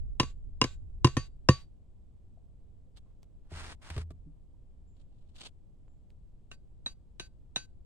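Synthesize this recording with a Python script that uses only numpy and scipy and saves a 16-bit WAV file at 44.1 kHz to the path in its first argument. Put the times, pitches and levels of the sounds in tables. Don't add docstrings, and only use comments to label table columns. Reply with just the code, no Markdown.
import sys
import numpy as np
from scipy import signal
from scipy.fft import rfft, irfft, next_fast_len
from scipy.io import wavfile
from scipy.ndimage import uniform_filter1d

SR = 44100
rng = np.random.default_rng(int(sys.argv[2]) if len(sys.argv) > 2 else 0)


def waveform_to_disk(signal):
    frames = np.transpose(np.atleast_2d(signal))
    scaled = np.clip(frames, -1, 1) * 32767
    samples = np.round(scaled).astype(np.int16)
    wavfile.write(sys.argv[1], SR, samples)


N = 346185
TIME = np.arange(N) / SR
AGE = np.arange(2 ** 14) / SR

# (frequency [Hz], relative level [dB])
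RUMBLE_COLOUR = [(15, 0.5), (35, 6.5), (80, -4), (130, -17), (250, -31), (600, -48.5), (2000, -73)]
# (frequency [Hz], relative level [dB])
CRACK_COLOUR = [(200, -7), (600, 0), (1200, -0.5), (1900, -3.5), (3000, -3.5), (4500, -8.5), (6500, -11),
                (8500, -18), (10500, -30), (16000, -42.5)]
# (frequency [Hz], level struck at spot 0 [dB], at spot 1 [dB], at spot 2 [dB], t60 [s])
BLADE_MODES = [(1131, 2, 9, -20, .17), (1533, -11, -17, 4, .27), (1832, -1, 11, -8, .09),
               (2541, -7, -6, 1, .17), (2773, -9, -9, -11, .27), (3865, -17, -16, -10, .36),
               (3950, -22, -14, -6, .3), (4621, -14, 1, -2, .32), (4630, -19, 0, -8, .25),
               (4957, -15, -13, -16, .13), (6256, 0, -1, 2, .2), (6854, -20, -7, -8, .2),
               (7288, -3, -32, -26, .55), (8815, -4, -6, -4, .13), (9940, -16, -36, -24, .11),
               (10890, -13, -38, -16, .1), (12960, -27, -40, -28, .12)]
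# (frequency [Hz], relative level [dB])
DRAG_COLOUR = [(150, 5.5), (400, -3), (800, -0.5), (1400, 1.5), (2500, -2.5), (4500, -5.5), (7000, -13),
               (9200, -12.5), (11000, -30), (16000, -37)]


def from_db(db):
    return 10 ** (np.asarray(db) / 20)


def level(curve):
    return from_db(np.interp(TIME, *np.transpose(curve), left=-200, right=-200))


def fade(t60):
    closing = np.minimum(1, 10 * (1 - AGE / AGE[-1]))
    return np.exp(-np.log(1000) * AGE / t60) * closing


def add(track, s, sound):
    start = round(s * SR)
    track[..., start:start + sound.shape[-1]] += sound[..., :N - start]


def filtered(x, hz, db):
    size = next_fast_len(x.shape[-1], real=True)
    bins_hz = np.fft.rfftfreq(size, 1 / SR)
    gain = from_db(np.interp(np.log(bins_hz + 1), np.log(hz), db))
    return irfft(rfft(x, size) * gain, size)[..., :x.shape[-1]]


def coloured(x, spectrum):
    out = filtered(x, *np.transpose(spectrum))
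    return out / np.sqrt(np.mean(out ** 2))


def noise(spectrum, width, size):
    mid, side = rng.standard_normal((2, size))
    return coloured(np.array([mid + width * side, mid - width * side]), spectrum)


def burst(spectrum, width, t60):
    rise_s = 0.00024
    rise = 1 - np.exp(-(AGE / rise_s) ** 2)
    return noise(spectrum, width, size=len(AGE)) * fade(t60) * rise


def ring(hz, db, t60, spread_db, contact_s):
    signs = (-1) ** np.arange(len(hz))
    gains = from_db(db + spread_db * rng.standard_normal(len(hz))) * signs
    modes = sum(g * np.sin(np.float32(2 * np.pi * f * AGE)) * fade(t) for g, f, t in zip(gains, hz, t60))
    return modes * (1 - np.exp(-AGE / contact_s))


def from_side(x, lead_ms):
    left, right = np.broadcast_to(x, (2, x.shape[-1]))
    shift = round(lead_ms * SR / 1000)
    left = np.pad(left, (max(-shift, 0), 0))[:len(left)]
    right = np.pad(right, (max(shift, 0), 0))[:len(right)]
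    return np.array([left, right])


def open_air():
    # (frequency [Hz], relative level [dB])
    colour = [(15, 4), (35, 1), (75, -2), (130, -10), (250, -20), (500, -29), (900, -34), (1600, -39),
              (3200, -36), (6000, -43), (7900, -38), (9500, -46.5), (15500, -56)]
    return from_db(-53) * noise(colour, 0.68, size=N)


def breeze():
    # (time [s], level [dB])
    wind = [(0, -37), (0.5, -44.5), (1.0, -42), (2.0, -62), (7.85, -62.5)]
    lump_db, lump_s = 3, .07
    knots = np.arange(0, TIME[-1] + lump_s, lump_s)
    lumps = np.interp(TIME, knots, rng.standard_normal(2 ** 10)[:len(knots)])
    return level(wind) * from_db(lump_db * lumps) * noise(RUMBLE_COLOUR, 0.8, size=N)


def wood_knock(range_db):
    # (frequency [Hz], level [dB], t60 [s])
    modes = [(954, -17, 0.042), (1029, 1, 0.049), (1250, -14, 0.031), (1850, -8.5, 0.025),
             (2735, -3, 0.026), (2830, -7, 0.059), (3300, -7, 0.0097), (3776, -10.5, .035),
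             (3925, -8, 0.068), (5068, 1, 0.027), (6460, -17, 0.022), (9300, -29.5, 0.057),
             (9000, -35, 0.04)]
    ranges_hz = [1050, 2700, 3900, 5200]
    hz, db, t60 = np.transpose(modes)
    weight_db = np.interp(np.log(hz), np.log(ranges_hz), range_db)
    return ring(hz, db + weight_db, t60, spread_db=2.63, contact_s=0.00033)


def soil_thud(thud_db, tilt):
    # (frequency [Hz], level [dB], t60 [s])
    modes = [(80.4, -12.5, 0.11), (129, -3, 0.095), (184.43, -5, 0.04), (255, -3, 0.041), (350, -7, .058),
             (430, -15.5, 0.06), (515, -19, 0.065)]
    hz, db, t60 = np.transpose(modes)
    return ring(hz, db + thud_db + tilt * np.log2(hz / hz[1]), t60, spread_db=3.5, contact_s=0.00063)


def blade_ring(blade_db, spot, slant_db):
    tilt_per_slant, pivot_hz = .25, 3983
    pressed_db, pressed_t60_s = 3.5, .05
    hz, *spots_db, t60 = np.transpose(BLADE_MODES)
    db = np.array([np.interp(spot, np.arange(len(mode)), mode) for mode in np.transpose(spots_db)])
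    db = db + tilt_per_slant * slant_db * np.log2(hz / pivot_hz)
    steel = ring(hz, db + blade_db, t60, spread_db=1.77, contact_s=0.00063)
    return steel * (1 + from_db(pressed_db) * fade(pressed_t60_s))


def blow(stake, db, softness, slant_db, firmness, spot, damping_db):
    stakes = {"near": (-.5, [2.5, 2, 0, 3.5], -21.5, -28, 0.31, .08), "far": (-12, [-18, 6, 16, -15],
              -16, -17, 0.19, -0.11)}
    # (frequency [Hz], relative level [dB])
    scatter_colour = [(200, -3), (600, -3.5), (1200, -6.5), (2000, -2.5), (2900, -2.5), (4000, 0.5),
                      (5500, -7.5), (8700, -14), (10000, -34), (16000, -41.5)]
    soft_crack_loss_db, soft_wood_loss_db = 5.5, np.array([12, 29, 29, 12])
    firm_thud_db, firm_scatter_db = 14, 5
    loose_tilt, firm_tilt, soft_tilt = 4.5, -1.5, -3.5
    thud_db, wood_db, blade_db, scatter_db, scatter_t60, lead_ms = stakes[stake]

    crack_db = db - softness * soft_crack_loss_db
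    crack = from_db(crack_db) * burst(CRACK_COLOUR, 0.36, t60=0.035)
    slant_shift_db = slant_db * np.array([0, -1, 1, 0])
    knock = wood_knock(db + np.array(wood_db) - softness * soft_wood_loss_db + slant_shift_db)

    tilt = loose_tilt + firmness * (firm_tilt - loose_tilt) + softness * soft_tilt
    thud = soil_thud(db + thud_db + firmness * firm_thud_db, tilt)
    thud = np.interp(AGE - 0.0012, AGE, thud)
    blade = blade_ring(db + blade_db - damping_db, spot, slant_db)

    early = from_db(crack_db - 14.5) * burst(CRACK_COLOUR, .8, t60=0.1)
    scatter_gain = from_db(db + scatter_db + firmness * firm_scatter_db)
    scatter = scatter_gain * burst(scatter_colour, 0.94, scatter_t60)
    return from_side(crack + knock + thud, lead_ms) + from_side(blade, .6 * lead_ms) + early + scatter


def hammering():
    # (time [s], stake, strength [dB], softness of contact [0-1], slant [dB],
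    # firmness of the stake [0-1], spot on the blade [0-2])
    blows = [(0.1984, "near", -19.5, .02, 0.5, 0.26, 0.29), (0.6143, "near", -19.5, 0.04, -3.5, 0.3, 0.13),
             (1.0452, "near", -19, .05, -1.5, 0.33, 0.29), (1.168, "near", -21.5, 1, -2.5, 0.49, 0.64),
             (1.4876, "near", -17, 0.24, -4.5, 1, 1.0), (6.5144, "far", -45.5, 0.28, -7, 0.01, 1.67),
             (6.8609, "far", -38.5, 0.2, 9.5, 0, 1.41), (7.1969, "far", -37, 0.22, 1, 0.37, 1.9),
             (7.5595, "far", -30, 0.11, 4, .22, 1.76)]
    # (time [s], strength [dB])
    rebounds = [(0.2306, -32), (0.6404, -23.5), (1.0707, -29)]
    out = np.zeros((2, N))
    for s, *stroke in blows:
        add(out, s, blow(*stroke, damping_db=0))
    for s, db in rebounds:
        add(out, s, blow("near", db, softness=.55, slant_db=0, firmness=0, spot=0, damping_db=22))
    return out


def taps():
    # (time [s], level [dB], frequency [Hz], t60 [s])
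    knocks = [(2.373, -50.5, 678, 0.034), (2.875, -60, 511, 0.07), (3.06, -63, 1067, 0.064),
              (4.26, -44.5, 157.3, 0.23), (4.268, -50.5, 284.4, 0.16), (4.54, -60, 956, 0.045)]
    out = np.zeros((2, N))
    for s, db, hz, t60 in knocks:
        add(out, s, ring([hz], db, [t60], spread_db=0, contact_s=0.0026))
    return out


def strokes(rows, rise_share):
    swell_power = 2.18
    sag_db_per_s, release_t60_s = 11.5, 0.065
    gain = np.zeros(N)
    for s, length, db in rows:
        rise_s = rise_share * length
        swell = np.sin(np.pi / 2 * np.minimum(AGE / rise_s, 1)) ** swell_power
        sag = from_db(-sag_db_per_s * np.maximum(AGE - rise_s, 0))
        release = np.exp(-np.log(1000) * np.maximum(AGE - length, 0) / release_t60_s)
        add(gain, s, from_db(db) * swell * sag * release)
    return gain


def sand(gain, colour, grains_per_s, size_db, lump_db, width):
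    size = 2 ** 16
    slips = rng.random((2, size)) < grains_per_s / SR
    catching = uniform_filter1d(rng.standard_normal(size), size=400)
    random_size = np.minimum(rng.exponential(1, (2, size)), 4)
    grain_db = size_db * random_size + lump_db * catching / catching.std()
    mid, side = slips * rng.standard_normal((2, size)) * from_db(grain_db)
    stereo = np.array([mid + width * side, mid - width * side])
    grains = from_side(coloured(stereo, colour), -0.12)
    return gain * grains[:, np.arange(N) % size]


def shuffling():
    # (time [s], length [s], level [dB])
    rows = [(2.94, 0.039, -61.5), (4.93, 0.086, -64.5), (4.98, 0.34, -68.5), (5.31, .165, -52)]
    # (frequency [Hz], relative level [dB])
    colour = [(300, -5), (1000, -7.5), (2000, -11.5), (3200, 0), (4200, -1.5), (5500, -11.5), (8500, -13.5),
              (11000, -31), (16000, -46)]
    sliding = strokes(rows, rise_share=0.84)
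    return sand(sliding, colour, grains_per_s=11000, size_db=3.9, lump_db=-3.5, width=0.74)


def basket_drag():
    # (time [s], length [s], level [dB])
    rows = [(3.03, .09, -73), (3.42, .12, -67), (3.48, 0.2463, -47), (3.77, 0.2493, -52.5)]
    sliding = strokes(rows, rise_share=0.46)
    scrape = sand(sliding, DRAG_COLOUR, grains_per_s=4500, size_db=1.0, lump_db=0.6, width=0.59)
    rumble = from_db(-6) * sliding * noise(RUMBLE_COLOUR, 0.21, size=N)
    return scrape + rumble


def faint_clicks():
    # (time [s], level [dB])
    clicks = [(3.231, -42.5), (5.881, -51), (6.104, -45)]
    out = np.zeros((2, N))
    for s, db in clicks:
        add(out, s, from_db(db) * noise(CRACK_COLOUR, 0.25, size=len(AGE)) * fade(0.0023))
    return out


def basket_bumps():
    # (time [s], body level [dB], click level [dB])
    bumps = [(3.516, -40.5, -76), (3.902, -47, -39), (3.964, -33.5, -45), (3.979, -34.5, -39.5),
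             (4.106, -40.5, -56)]
    # (frequency [Hz], level [dB], t60 [s])
    modes = [(56.7, -4.5, 0.19), (81.03, -3, 0.75), (109, -6, 0.16), (154.7, -6, 0.2), (255, -8, 0.055),
             (355, -8, 0.074), (426, -10.5, 0.092), (650, -7.5, 0.03), (1170, -22, 0.11)]
    out = np.zeros((2, N))
    hz, db, t60 = np.transpose(modes)
    for s, body_db, click_db in bumps:
        add(out, s, ring(hz, db + body_db, t60, spread_db=4.0, contact_s=0.00052))
        add(out, s, from_db(click_db) * noise(DRAG_COLOUR, 0.48, size=len(AGE)) * fade(0.042))
    return from_side(out, -.09)


def tings():
    # (time [s], level [dB])
    brushes = [(4.872, -67), (5.881, -67.5)]
    out = np.zeros((2, N))
    hz, *_, t60 = max(BLADE_MODES, key=lambda mode: mode[-1])
    for s, db in brushes:
        add(out, s, ring([hz], db, [t60], spread_db=2.0, contact_s=0.002))
    return out


def scene():
    surroundings = open_air() + breeze()
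    basket = basket_drag() + basket_bumps()
    return surroundings + hammering() + taps() + shuffling() + basket + faint_clicks() + tings()


def noise_gate(x, threshold_db, depth_db, knee_db, split_hz, hold_s):
    bass = signal.sosfiltfilt(signal.butter(2, split_hz, fs=SR, output="sos"), x)
    treble = x - bass
    power = uniform_filter1d(np.mean(treble ** 2, axis=0), size=600)
    treble_db = 10 * np.log10(np.abs(power) + 1e-18)
    opening = np.clip((treble_db - threshold_db) / knee_db + .5, 0, 1)
    opening = np.maximum(opening, np.interp(TIME - hold_s, TIME, opening))
    closed = 1 - uniform_filter1d(opening, size=200)
    return bass + treble * from_db(depth_db * closed)


def record(dry):
    # (frequency [Hz], left minus right [dB])
    ports = [(1200, 0), (2700, 0), (4200, -0.5), (6500, 3.5), (8700, -7), (12000, -0.5)]
    cutoff_hz = 15800
    hz, balance_db = np.transpose(ports)
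    heard = np.array([filtered(dry[0], hz, balance_db / 2), filtered(dry[1], hz, -balance_db / 2)])
    gated = noise_gate(heard, threshold_db=-64.5, depth_db=-16.0, knee_db=4.0, split_hz=860, hold_s=0.0083)
    return signal.sosfilt(signal.ellip(10, .1, 80, cutoff_hz, fs=SR, output="sos"), gated)


dry = scene()
out = record(dry)
waveform_to_disk(out)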